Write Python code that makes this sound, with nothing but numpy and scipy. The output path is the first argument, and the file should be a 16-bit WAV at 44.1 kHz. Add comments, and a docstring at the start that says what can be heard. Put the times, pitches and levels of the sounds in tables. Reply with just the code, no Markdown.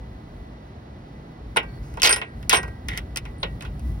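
"""Outdoors at a car's wheel, a deep steel socket on a cordless driver is fitted onto the axle nut.
It knocks and clinks on the nut, squeals and grinds over the flats by friction, seats with a clunk
and clicks in its play. Impacts excite the damped modes of hub and brake disc, and the socket wall
sings high. Low rumble and light wind lie beneath, and all reaches the two ports of a nearby phone."""
import sys
import numpy as np
from scipy import signal
from scipy.fft import rfft, irfft
from scipy.io import wavfile

SR = 44100
rng = np.random.default_rng(int(sys.argv[2]) if len(sys.argv) > 2 else 0)


def transcribe(signal):
    """Save signal, clipped to [-1, 1], as a 16-bit WAV file at the path in sys.argv[1]."""
    frames = np.atleast_2d(signal).T
    limited = np.clip(frames, -1, 1)
    pcm = np.round(limited * 32767).astype(np.int16)
    wavfile.write(sys.argv[1], SR, pcm)


N = 176400

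# Bass, mid, treble and top bands: low_hz, high_hz
BAND_EDGES = [(250, 1400), (1400, 2500), (2500, 4500), (4500, 17000)]
# Blows of the socket on the nut: start_s, bass_db, mid_db, treble_db, top_db, contact_hz
NUT_KNOCKS = [(1.561, -21.5, -23, -32, -41.5, 877), (1.569, -18, -17, -16, -26, 2750),
              (1.631, -39, -55.5, -50, -53.5, 2640), (1.972, -30.5, -38.5, -44, -49, 900),
              (2.031, -25.5, -22, -15, -12.5, 4720), (2.048, -22.5, -18.5, -12.5, -21, 4210),
              (2.072, -25, -20.5, -16, -17, 4830), (2.093, -22, -24.5, -19.5, -25, 1426),
              (2.127, -28.5, -26.5, -20, -17.5, 5180), (2.161, -33, -29, -30, -29.5, 9800),
              (2.181, -38, -38, -41, -41.5, 2710), (2.215, -31.5, -28.5, -29, -44.5, 2530),
              (2.529, -14.5, -15.5, -15.5, -20, 1142), (2.544, -27, -24.5, -17.5, -34.5, 2150),
              (2.570, -27, -29.5, -27.5, -29, 5700), (2.631, -32, -34, -41.5, -42.5, 1840),
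              (3.253, -43.5, -42, -42.5, -50, 2145), (3.431, -26.5, -29, -24.5, -45, 558),
              (3.65, -44, -39.5, -42, -52, 1435)]
# Clicks in the play of the drive: start_s, bass_db, mid_db, treble_db, top_db
DRIVE_CLICKS = [(1.94, -52, -51, -54, -52.5), (1.999, -58, -48.5, -36, -46.5),
                (2.0192, -39, -25.5, -18, -20.5), (2.428, -57, -46, -46.5, -52),
                (2.495, -34, -24, -17, -12), (2.68, -41, -44.5, -53, -53), (2.885, -40, -29, -29, -31.5),
                (2.975, -47.5, -33.5, -29, -28.5), (3.16, -40, -31.5, -30, -30),
                (3.172, -40, -33, -26, -25.5), (3.608, -50, -42, -38.5, -47.5),
                (3.623, -57, -42, -42, -42.5), (3.795, -51, -56, -54, -52.5)]
# The socket sliding under pressure: start_s, length_s, bass_db, mid_db, treble_db, top_db
SOCKET_SLIDES = [(1.820, 0.15, -60, -63.5, -66, -62), (2.031, .05, -34, -24, -20, -21),
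                 (2.091, 0.026, -60, -25, -32, -28.5), (2.501, 0.038, -30.5, -22.5, -21.5, -34),
                 (2.530, 0.03, -27.5, -26.5, -36.5, -29.5), (2.885, 0.111, -46, -45, -44, -55),
                 (3.606, 0.067, -46.5, -53, -53.5, -63)]
# Narrow-band clinks, rubbing tones and squeals: start_s, length_s, pitch_hz, width_hz, level_db
METAL_TONES = [(1.564, 0.014, 9250, 790, -29.5), (1.670, 0.12, 4440, 70, -64),
               (2.888, 0.11, 2003, 238, -36.5), (3.379, 0.066, 8960, 595, -58.5),
               (3.429, 0.00647, 3520, 794, -25.5)]
# Blows that leave the socket free to sing until the hand damps it: start_s, gain_db, free_s
FREE_RINGS = [(2.092, -18.5, 0.053), (2.532, -32, 0.022), (2.555, -26.5, 0.025)]
# Close modes of the socket wall: pitch_hz, gain_db
WALL_MODES = [(8868, 6), (8925, -7.5)]
# Spectral envelope of the hub's dense modes: frequency_hz, gain_db
HUB_SPECTRUM = [(250, -16), (440, -2.5), (600, -4.5), (1050, 5), (1250, -10.5), (1420, 7), (1680, -3),
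                (1950, 6.5), (2350, -3), (2800, -1.5), (3700, 0), (4400, -12), (5200, -7), (6500, -12.5),
                (9300, -12), (11000, -16), (15500, -22), (17000, -46)]
# Their decay times: frequency_hz, t60_s
HUB_DECAY = [(300, 0.2), (1000, 0.11), (2700, 0.12), (5000, 0.066), (15000, 0.081)]
# Distinct modes of brake disc and hub: pitch_hz, gain_db, t60_s
DISC_MODES = [(441.4, 1, 0.26), (734, -10.5, 0.11), (1080, -8, 0.18), (1202, -6, 0.25), (1584, -5.5, 0.47),
              (1907, 2.5, 0.38), (2190, -7, .13), (2290, -12, 0.37), (2545, -2.5, 0.12), (2700, -7, .19),
              (2664, -14, .18), (3150, 7.5, 0.047), (3250, -12, .14), (3836, -5, 0.11), (5120, -14, .13),
              (5220, -27.5, .12), (5370, -10.5, 0.11)]
# Outdoor rumble: frequency_hz, relative_density_db
RUMBLE_SPECTRUM = [(20, -32), (40, -20), (62, -8), (90, -2.5), (135, -0.5), (170, -8.5), (215, -4),
                   (320, -8.5), (520, -14), (720, -13), (1000, -19.5), (1500, -23.5), (2500, -31.5),
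                   (4000, -33.5), (7000, -46), (10000, -54.5), (13000, -65), (16000, -61.5)]
# Faint steady whines: pitch_hz, width_hz, level_db
WHINE_BANDS = [(1980, 23, -64), (4426, 150, -78.5)]
# Wind on the microphone: frequency_hz, relative_density_db
WIND_SPECTRUM = [(20, -97), (35, -11), (52, 1.5), (66, 0), (90, -8.5), (150, -8.5), (300, -26),
                 (800, -58.5)]
# Course of the gusts: time_s, level_db
GUST_LEVELS = [(0, -40.5), (.4, -41), (.6, -41.5), (1.4, -43.5), (1.752, -32), (2.1, -41.5), (2.25, -46.5),
               (2.4, -34.5), (2.999, -39.5), (3.3, -36), (3.7, -32.5), (3.92, -27.5), (4, -32.5)]
# Phase between the microphone ports: frequency_hz, left_lead_rad
PORT_LEAD = [(100, 0), (300, -.2), (500, -.9), (750, -2.2), (1100, -2.3), (1400, -3.6), (1900, -5.3),
             (3000, -4.9), (4400, -5.2), (5100, -5.9), (6000, -4.7), (7300, -3.14), (8900, -1.5),
             (10400, 0), (11500, .7), (13400, 3.14), (15000, 4.7), (16000, 6.3)]
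# Balance of the ports: frequency_hz, left_minus_right_db
PORT_BALANCE = [(130, 0.5), (300, -1.5), (550, 0), (760, -5), (1050, -2.5), (3000, -0.5), (5200, -0.5),
                (8000, 0)]
# Scattered sound relative to direct sound: frequency_hz, ratio_db
PORT_SCATTER = [(50, -29.5), (125, -24), (250, -20.5), (500, -6.5), (900, -2.5), (1400, -2.5), (2000, -10),
                (3500, 7.5), (4700, -3), (6000, -17), (7300, -56), (12000, -3), (15000, -18.5)]

RING_SAMPLES, BLOW_S, CLICK_FADE_S = 20000, 0.0053, 0.023
CONTACT_DB, CONTACT_WIDTH_SHARE, CONTACT_RING_DB, CONTACT_T60_RATIO = 4.5, 0.4, -7.5, 1.21
DISC_DB, RISE_S = 0.5, 0.00033
CRACK_DB, CRACK_FADE_S, CRACK_HISS_DB = 4.5, 0.00072, -30.5
GRIT_PER_S, GRIT_SPREAD_DB = 600, 2
SING_T60_S, DAMPED_T60_S, AFTER_DB, AFTER_T60_S = 0.4, 0.081, -27.5, 0.37
SING_WAVER_DB, SING_WANDER_HZ, SING_WAVER_PER_S = 3.5, 35, 140
RUMBLE_DB, BUFFET_DB, BUFFET_PER_S = -42.5, 2.5, 16
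CUTOFF_HZ = 16100


def knocks():
    """Impact excitation: each blow rings the hub, most strongly near its contact resonance."""
    out, t = np.zeros((2, N)), np.arange(RING_SAMPLES) / SR
    for (start, *band_db, hz), ring in zip(NUT_KNOCKS, hub_rings(len(NUT_KNOCKS))):
        t60 = CONTACT_T60_RATIO * at(HUB_DECAY, hz)
        phase = rng.uniform(0, 2 * np.pi, (2, 1))
        favoured_mode = np.sin(2 * np.pi * hz * t + phase) * undb(CONTACT_RING_DB - 60 * t / t60)
        contact = undb(CONTACT_DB) * resonate(ring, hz, CONTACT_WIDTH_SHARE * hz)
        add(out, set_bands(ring + favoured_mode + contact, band_db, BLOW_S), start)
    return out


def hub_rings(count):
    """Modal superposition: a crack, then the same damped modes, phased anew for each contact."""
    t = np.arange(RING_SAMPLES) / SR
    low, high, modes = BAND_EDGES[0][0], BAND_EDGES[-1][-1], 220
    dense_hz = low * (high / low) ** ((np.arange(modes) + rng.random(modes)) / modes)
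    disc_hz, disc_db, disc_t60 = np.array(DISC_MODES).T
    hz = np.r_[dense_hz, disc_hz]
    t60 = np.r_[at(HUB_DECAY, dense_hz), disc_t60]
    gain = undb(np.r_[at(HUB_SPECTRUM, dense_hz), disc_db + DISC_DB])
    angle = 2 * np.pi * np.outer(hz, t)
    decay = undb(-60 * t / t60[:, None])
    phase = rng.uniform(0, 2 * np.pi, (2 * count, len(hz)))
    rings = (gain * np.cos(phase)) @ (decay * np.sin(angle))
    rings += (gain * np.sin(phase)) @ (decay * np.cos(angle))
    rings = rings.reshape(count, 2, -1) / np.sqrt(np.sum(gain ** 2) / 2)
    hiss = rng.standard_normal(rings.shape)
    dull = signal.sosfilt(signal.butter(1, 5000, fs=SR, output="sos"), hiss)
    crack = undb(CRACK_DB) * (dull + undb(CRACK_HISS_DB) * hiss) * np.exp(-t / CRACK_FADE_S)
    return rings * (1 - np.exp(-t / RISE_S)) + crack


def clicks():
    """Backlash: the socket strikes across the play of its drive, and the hand damps the ring at once."""
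    out, t = np.zeros((2, N)), np.arange(RING_SAMPLES) / SR
    damping = np.exp(-t / CLICK_FADE_S)
    for (start, *band_db), ring in zip(DRIVE_CLICKS, hub_rings(len(DRIVE_CLICKS))):
        add(out, set_bands(ring * damping, band_db, BLOW_S), start)
    return out


def slides():
    """Stick-slip friction: pulses, convolved with the hub's impulse response, make it grind."""
    out = np.zeros((2, N))
    for (start, length, *band_db), ring in zip(SOCKET_SLIDES, hub_rings(len(SOCKET_SLIDES))):
        grinding = signal.fftconvolve(ring, grit(length)[None], axes=1)
        add(out, set_bands(grinding, band_db, length), start)
    return out


def metal_tones():
    """Narrow-band resonance: brief bright clinks of knocks, and longer rubbing tones and squeals."""
    out = np.zeros((2, N))
    for start, length, hz, width, db in METAL_TONES:
        pulses = np.array([grit(length), grit(length)])
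        tone = resonate(resonate(pulses, hz, width), hz, 2 * width)
        add(out, level(tone, db), start)
    return out


def grit(length_s):
    """Impulsive excitation: contact of steel on steel as pulses of random timing and strength."""
    size = int(length_s * SR)
    chance = rng.random(RING_SAMPLES)[:size]
    strength = rng.standard_normal(RING_SAMPLES)[:size]
    pulses = chance <= np.quantile(chance, GRIT_PER_S / SR)
    force = np.sign(strength) * undb(GRIT_SPREAD_DB * np.abs(strength))
    return pulses * force * signal.windows.tukey(size, .2)


def socket_song():
    """Free vibration: wall modes beat and waver with rubbing until damping leaves a faint after-ring."""
    out, t = np.zeros((2, N)), np.arange(RING_SAMPLES) / SR
    attack = 1 - np.exp(-t / .001)
    for start, db, free_s in FREE_RINGS:
        decay = undb(-60 * (t / SING_T60_S + np.maximum(t - free_s, 0) / DAMPED_T60_S))
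        after_ring = undb(AFTER_DB - 60 * t / AFTER_T60_S)
        rub_phase = 2 * np.pi * np.cumsum(SING_WANDER_HZ * waver(SING_WAVER_PER_S, RING_SAMPLES)) / SR
        gain = undb(db + SING_WAVER_DB * waver(SING_WAVER_PER_S, RING_SAMPLES))
        tone = sum(undb(mode_db) * np.sin(2 * np.pi * hz * t + rub_phase) for hz, mode_db in WALL_MODES)
        song = gain * tone * attack * (decay + after_ring)
        add(out, np.outer([1, 0], song), start)  # direct sound only
    return out


def outdoors():
    """Broadband and narrowband noise: distant rumble, faint whines and wind modulated by gusts."""
    gust_db = np.interp(np.arange(N) / SR, *np.array(GUST_LEVELS).T)
    gust_db += BUFFET_DB * waver(BUFFET_PER_S, N)
    whines = 0
    for hz, width, db in WHINE_BANDS:
        hiss = rng.standard_normal((2, N))
        whines += level(resonate(resonate(hiss, hz, width), hz, width), db)
    rumble = level(noise(RUMBLE_SPECTRUM), RUMBLE_DB)
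    wind = level(noise(WIND_SPECTRUM), 0) * undb(gust_db)
    return rumble + whines + wind


def ports(pair):
    """Interference: scattered sound adds at one port and subtracts at the other, which lags or leads."""
    hz, side = np.fft.rfftfreq(N, 1 / SR), np.array([[1], [-1]])
    share = undb(at(PORT_SCATTER, hz))
    direct, scattered = rfft(pair)
    left_right = (direct + side * share * scattered) / np.hypot(1, share)
    balance = undb(side * at(PORT_BALANCE, hz) / 2)
    phase_shift = np.exp(.5j * side * at(PORT_LEAD, hz))
    return irfft(left_right * balance * phase_shift, N)


def set_bands(x, band_db, span_s):
    """Filter bank: each band is scaled to its rms level over the first span_s."""
    out = 0
    for edges, db in zip(BAND_EDGES, band_db):
        band = signal.sosfilt(signal.butter(3, edges, "band", fs=SR, output="sos"), x)
        out += band * undb(db) / np.sqrt(np.mean(band[:, :int(span_s * SR)] ** 2))
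    return out


def resonate(x, hz, width_hz):
    """Second-order resonance of quality factor hz / width_hz."""
    return signal.lfilter(*signal.iirpeak(hz, hz / width_hz, fs=SR), x)


def noise(spectrum):
    """Spectral shaping: two uncorrelated noises of one colour."""
    gain = undb(at(spectrum, np.fft.rfftfreq(N, 1 / SR)))
    return irfft(rfft(rng.standard_normal((2, N))) * gain, N)


def waver(per_s, size):
    """Random modulation: interpolated noise with a spread near 1."""
    return np.interp(np.arange(size) / SR * per_s, np.arange(size), rng.standard_normal(size))


def undb(db):
    """Decibels to amplitude ratio."""
    return 10 ** (np.asarray(db) / 20)


def at(table, hz):
    """Interpolation on a log-frequency axis."""
    table_hz, values = np.array(table, float).T
    return np.interp(np.log(np.maximum(hz, 1)), np.log(table_hz), values)


def level(x, db):
    """Normalisation to an rms level."""
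    return x * undb(db) / np.sqrt(np.mean(x ** 2) + 1e-20)


def add(out, x, start_s):
    """Superposition of x on out from start_s."""
    i = int(start_s * SR)
    out[:, i:i + x.shape[1]] += x[:, :N - i]


def scene():
    """Linear superposition: the sources sum in a direct and a scattered row, heard at the two ports."""
    return ports(outdoors() + knocks() + clicks() + slides() + metal_tones() + socket_song())


def record(dry):
    """Band limiting: the phone's steep low-pass filter removes the highest treble."""
    return signal.sosfilt(signal.ellip(10, .2, 80, CUTOFF_HZ, fs=SR, output="sos"), dry)


dry = scene()
out = record(dry)
transcribe(out)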